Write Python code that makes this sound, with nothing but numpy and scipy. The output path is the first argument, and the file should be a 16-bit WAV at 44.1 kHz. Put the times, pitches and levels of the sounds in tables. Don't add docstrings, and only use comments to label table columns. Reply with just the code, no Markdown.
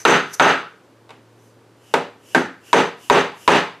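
import sys
import numpy as np
from scipy import signal
from scipy.io import wavfile
from scipy.ndimage import uniform_filter1d, minimum_filter1d

SR = 44100
rng = np.random.default_rng(int(sys.argv[2]) if len(sys.argv) > 2 else 0)


def put_to_file(sound):
    columns = np.atleast_2d(sound).T
    safe = np.clip(columns, -1, 1)
    whole_steps = np.round(safe * 32767)
    wavfile.write(sys.argv[1], SR, whole_steps.astype(np.int16))


N = 167580
TIME = np.arange(N) / SR
AGE = np.arange(SR * 3 // 4) / SR
BAND_EDGES = 30 * 2 ** np.arange(0, 9.2, 1 / 3)
CENTRES = np.sqrt(BAND_EDGES[1:] * BAND_EDGES[:-1])
TREBLE_HZ = 2060
MODE_BUILD_S = 0.0047


def amp(db):
    return 10 ** (np.asarray(db) / 20)


def unit(x):
    return x / np.sqrt(np.mean(x ** 2) + 1e-20)


def at_hz(points, hz):
    f, v = np.transpose(points)
    return np.interp(np.log(hz), np.log(f), v)


def dying(t60):
    return amp(-60 * AGE / t60)


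def build():
    return 1 - np.exp(-AGE / MODE_BUILD_S)


def add(out, s, sound):
    i = int(s * SR)
    out[:, i:i + sound.shape[-1]] += sound[..., :N - i]


def stereo(pair, hz):
    # frequency in Hz, side relative to mid in dB.
    side_level = [(40, -0.5), (220, -25.5), (1000, -21), (4000, -14.5), (8000, -13), (14000, -9.5)]
    side = amp(at_hz(side_level, hz)) * pair[1]
    return pair[0] + side * np.array([[1], [-1]])


def noise_bands(size):
    lead = SR // 10
    white = rng.standard_normal((2, 2, size + lead))
    bands = []
    for k, hz in enumerate(CENTRES):
        band_pass = signal.butter(2, BAND_EDGES[k:k + 2], "band", fs=SR, output="sos")
        noise = signal.sosfilt(band_pass, white[k % 2])[:, lead:]
        bands.append(stereo(unit(noise), hz))
    return np.array(bands)


def band_gains(spectrum):
    gains = amp(at_hz(spectrum, CENTRES)) * np.sqrt(CENTRES)
    return gains / np.linalg.norm(gains)


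def mix_bands(gains, bands):
    return np.tensordot(gains, bands, 1)


def narrow_noise(hz, width_hz, size):
    b, a = signal.iirpeak(hz, hz / width_hz, fs=SR)
    white = rng.standard_normal((2, size + SR // 2))
    tone = signal.lfilter(b, a, signal.lfilter(b, a, white))
    return stereo(unit(tone[:, -size:]), hz)


def workshop():
    # frequency in Hz, relative density in dB per Hz.
    air = [(30, -56), (60, -45), (85, -12), (115, -12), (170, -9.5), (330, -4), (500, -6), (650, -13.5),
           (900, -13), (1300, -16.5), (2200, -23), (5000, -29), (10000, -35.5), (15500, -45)]
    # time in seconds, level in dB.
    hum_level = [(0, -57), (.8, -66), (1.0, -58), (1.4, -55.5), (2.0, -60.5), (2.5, -62), (3.8, -64.5)]
    air_db, hum_hz, hum_width_hz = -52.5, 114.5, 2
    phase = np.angle(signal.hilbert(narrow_noise(hum_hz, hum_width_hz, N)[0]))
    hum = np.sqrt(2) * np.cos(phase) * amp(np.interp(TIME, *np.transpose(hum_level)))
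    return amp(air_db) * mix_bands(band_gains(air), noise_bands(N)) + hum


def sleeve():
    # middle in seconds, half length (bell deviation) in seconds, level in dB,
    # treble tilt in dB, soft pitch in Hz.
    swishes = [(0.0, 0.03, -40.5, -6.5, 6060), (0.343, 0.0064, -32, -2.5, 5980),
               (0.361, 0.045, -46.5, -4, 6060), (1.453, 0.058, -69, 5, 6100),
               (1.91, 0.066, -55.5, -2.5, 2880), (2.33, 0.058, -49.5, -1.5, 2850),
               (2.696, 0.038, -48, -2.5, 2760), (3.054, 0.041, -49, -0.5, 2890),
               (3.448, 0.056, -49, 0, 2880)]
    # frequency in Hz, relative density in dB per Hz.
    cloth = [(300, -25.5), (1800, -9), (3200, -21), (4800, -11), (6100, -2), (8000, -10.5), (10500, -7),
             (15500, -24.5)]
    tone_width_hz, tone_db = 600, -2
    bands, out = noise_bands(N), np.zeros((2, N))
    for s, half_s, db, treble_db, hz in swishes:
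        tilt = amp(treble_db * np.tanh(2 * np.log2(CENTRES / 4500)))
        hiss = mix_bands(band_gains(cloth) * tilt, bands)
        tone = amp(tone_db) * narrow_noise(hz, tone_width_hz, N)
        swell = np.exp(-.5 * ((TIME - s) / half_s) ** 2)
        out += amp(db) * swell * (hiss + tone)
    return out


def colour(hz, bass_db, treble_db, spot_hz, spot_db, frame_hz=400, frame_db=0, hard_db=0):
    bass_hz, hard_hz = 314, 2620
    spot_octaves, frame_octaves, hard_octaves = .22, .22, 0.73
    total_db = bass_db / (1 + (hz / bass_hz) ** 4) + treble_db / (1 + (TREBLE_HZ / hz) ** 2)
    humps = [(spot_hz, spot_db, spot_octaves), (frame_hz, frame_db, frame_octaves),
             (hard_hz, hard_db, hard_octaves)]
    for centre, db, octaves in humps:
        total_db = total_db + db * np.exp(-.5 * (np.log2(hz / centre) / octaves) ** 2)
    return amp(total_db)


def ring_envelopes(crack_db):
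    # frequency in Hz, relative density in dB per Hz.
    ring_spectrum = [(40, -49), (80, -21), (130, -11.5), (200, -3.5), (450, 0.5), (900, 0), (1200, -5.5),
                     (1800, -7.5), (2800, -13), (4000, -20.5), (5200, -28), (6500, -28.5), (8000, -33.5),
                     (10000, -33), (12000, -50), (15500, -53)]
    # frequency in Hz, t60 in seconds.
    ring_decay = [(60, 0.41), (200, 0.33), (600, 0.26), (1500, 0.34), (4000, 0.38), (8000, 0.29),
                  (15000, 0.073)]
    ring_db, build_cycles = -4.5, 4.1
    late_db, late_t60_s = -32.5, 0.44
    crack_s, crack_db_per_octave = 0.0026, -1.5
    crack_low_hz, crack_top_hz = 300, 11200
    late, crack_decay = amp(late_db) * dying(late_t60_s), np.exp(-AGE / crack_s)
    envelopes = []
    for gain, hz in zip(band_gains(ring_spectrum), CENTRES):
        ring = amp(ring_db) * dying(at_hz(ring_decay, hz))
        slope_db = crack_db_per_octave * np.log2(hz / TREBLE_HZ)
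        crack_limits = 1 + (crack_low_hz / hz) ** 2 + (hz / crack_top_hz) ** 10
        crack = amp(crack_db + slope_db) * crack_decay / crack_limits
        rise = 1 - np.exp(-AGE * hz / build_cycles)
        envelopes.append(gain * rise * (ring + late + crack))
    return np.array(envelopes)[:, None]


def tock(hz):
    level_db, rise_s, t60_s = 8.5, 0.0015, 0.027
    rise = 1 - np.exp(-(AGE / rise_s) ** 2)
    return amp(level_db) * np.sin(2 * np.pi * hz * AGE) * rise * dying(t60_s)


def linger(hz):
    level_db, width_hz, t60_s = -20, 510, 0.44
    return amp(level_db) * narrow_noise(hz, width_hz, len(AGE)) * build() * dying(t60_s)


def chair_modes(contact):
    # nominal frequency in Hz, nominal relative level in dB.
    chair = [(100, -32), (150, -25), (175, -17.5), (264, -14.5), (340, -22), (403, -12), (476, -13.5),
             (578, -19), (697, -17), (851, -14.5), (1003, -21.5), (1268, -14.5), (1384, -25.5), (1497, -26),
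             (1559, -18), (1794, -16.5), (1944, -26.5), (2018, -22.5), (2654, -21.5)]
    modes_db, t60_s = -5, .34
    spread_db, detune = 1.2, .008
    modes = 0
    for hz, db in chair:
        strength = amp(db + spread_db * rng.normal()) * colour(hz, *contact)
        pitch_hz = hz * (1 + detune * rng.normal())
        modes = modes + strength * np.sin(2 * np.pi * pitch_hz * AGE + 2 * np.pi * rng.random())
    return amp(modes_db) * build() * dying(t60_s) * modes


def thump():
    pitch_hz, decay_s = 56.3, 0.0066
    return np.sin(2 * np.pi * pitch_hz * AGE) * np.exp(-AGE / decay_s)


def metal_buzz():
    # frequency in Hz, single-pass width in Hz, relative level in dB.
    metal = [(5950, 120, 2), (6170, 600, 1.5), (6414, 160, 4), (7655, 310, -6.5), (8610, 220, -9),
             (12320, 120, -16.5), (12500, 91, -26), (14280, 500, -24)]
    t60_s, rough_db, rate_hz = 0.28, 4.5, 68.6
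    points = SR // 100
    chatter = np.interp(AGE * rate_hz, np.arange(points), rng.standard_normal(points))
    tones = unit(sum(amp(db) * narrow_noise(hz, width, len(AGE)) for hz, width, db in metal))
    return tones * amp(rough_db * chatter) * dying(t60_s) * build()


def mallet():
    # start in seconds, force in dB, crack in dB, thump in dB, metal buzz in dB,
    # bass in dB, treble in dB, pitch of the struck spot in Hz, its emphasis in dB,
    # pitch of the flexing frame in Hz, its emphasis in dB, hardness in dB. Force scales the whole blow.
    blows = [(0.0514, 9, 8.5, -40, -19, -0.5, -1, 1386, 3, 382, 3.5, 3.5),
             (0.3974, 10, 2.5, -39, -24.5, -3, -2.5, 1368, 4.5, 704, 4, 3.5),
             (1.9388, -8.5, 16.5, -35, -48, -2, 0, 813, 0, 488, 5, -2),
             (2.3474, -6, 9, -48, -29.5, 3.5, 2, 1565, 4.5, 297, 8.5, -4),
             (2.7302, 6, 5, -24, -28, -2.5, -2.5, 960, -2.5, 446, 4.5, -1),
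             (3.0991, 8.5, 2, -13.5, -30, -2.5, -2.5, 947, 0, 454, 3, 1),
             (3.4774, 8.5, 6, -13, -27.5, -1.5, 0.5, 984, 0.5, 446, 3, 1)]
    # start in seconds, level in dB.
    knocks = [(1.092, -42), (1.105, -38.5)]
    same_path = 0.69
    low_cut = signal.butter(2, 95, "high", fs=SR, output="sos")
    out, shared = np.zeros((2, N)), noise_bands(len(AGE))
    for s, force_db, crack_db, thump_db, buzz_db, *contact in blows:
        fresh = noise_bands(len(AGE))
        noise = np.sqrt(same_path) * shared + np.sqrt(1 - same_path) * fresh
        ring = mix_bands(colour(CENTRES, *contact), ring_envelopes(crack_db) * noise)
        spot_hz, spot_db = contact[2:4]
        spot = tock(spot_hz) + amp(spot_db) * linger(spot_hz)
        wood = signal.sosfilt(low_cut, ring + spot + chair_modes(contact))
        add(out, s, amp(force_db) * (wood + amp(thump_db) * thump() + amp(buzz_db) * metal_buzz()))
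    knock_colour = colour(CENTRES, bass_db=7, treble_db=3.5, spot_hz=1490, spot_db=-0.5)
    knock = mix_bands(knock_colour, ring_envelopes(crack_db=15) * shared)
    for s, db in knocks:
        add(out, s, amp(db) * knock)
    return out


def scene():
    return workshop() + sleeve() + mallet()


def excess(level, limit_db, db_per_s):
    over = np.maximum(20 * np.log10(np.abs(level) + 1e-9) - limit_db, 0)
    return np.maximum.accumulate(over + db_per_s * TIME) - db_per_s * TIME


def smooth(x, seconds):
    keep = np.exp(-1 / (seconds * SR))
    return signal.lfilter([1 - keep], [1, -keep], x)


def record(dry):
    hold_db, attack_s, detect_s, release_db_per_s = -10, 0.0012, 0.0081, 329
    ceiling, peak_release_db_per_s = 0.87, 5002.5
    low_cut_hz, top_cut_hz = 62, 16400
    level = np.sqrt(smooth(np.mean(dry ** 2, axis=0), detect_s))
    held = dry * amp(-smooth(excess(level, hold_db, release_db_per_s), attack_s))
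    cut_db = excess(np.abs(held).max(axis=0) / ceiling, 0, peak_release_db_per_s)
    limited = held * amp(uniform_filter1d(minimum_filter1d(-cut_db, size=15), size=15))
    lean = signal.sosfilt(signal.butter(2, low_cut_hz, "high", fs=SR, output="sos"), limited)
    return signal.sosfilt(signal.cheby2(12, 70, top_cut_hz, fs=SR, output="sos"), lean)


dry = scene()
out = record(dry)
put_to_file(out)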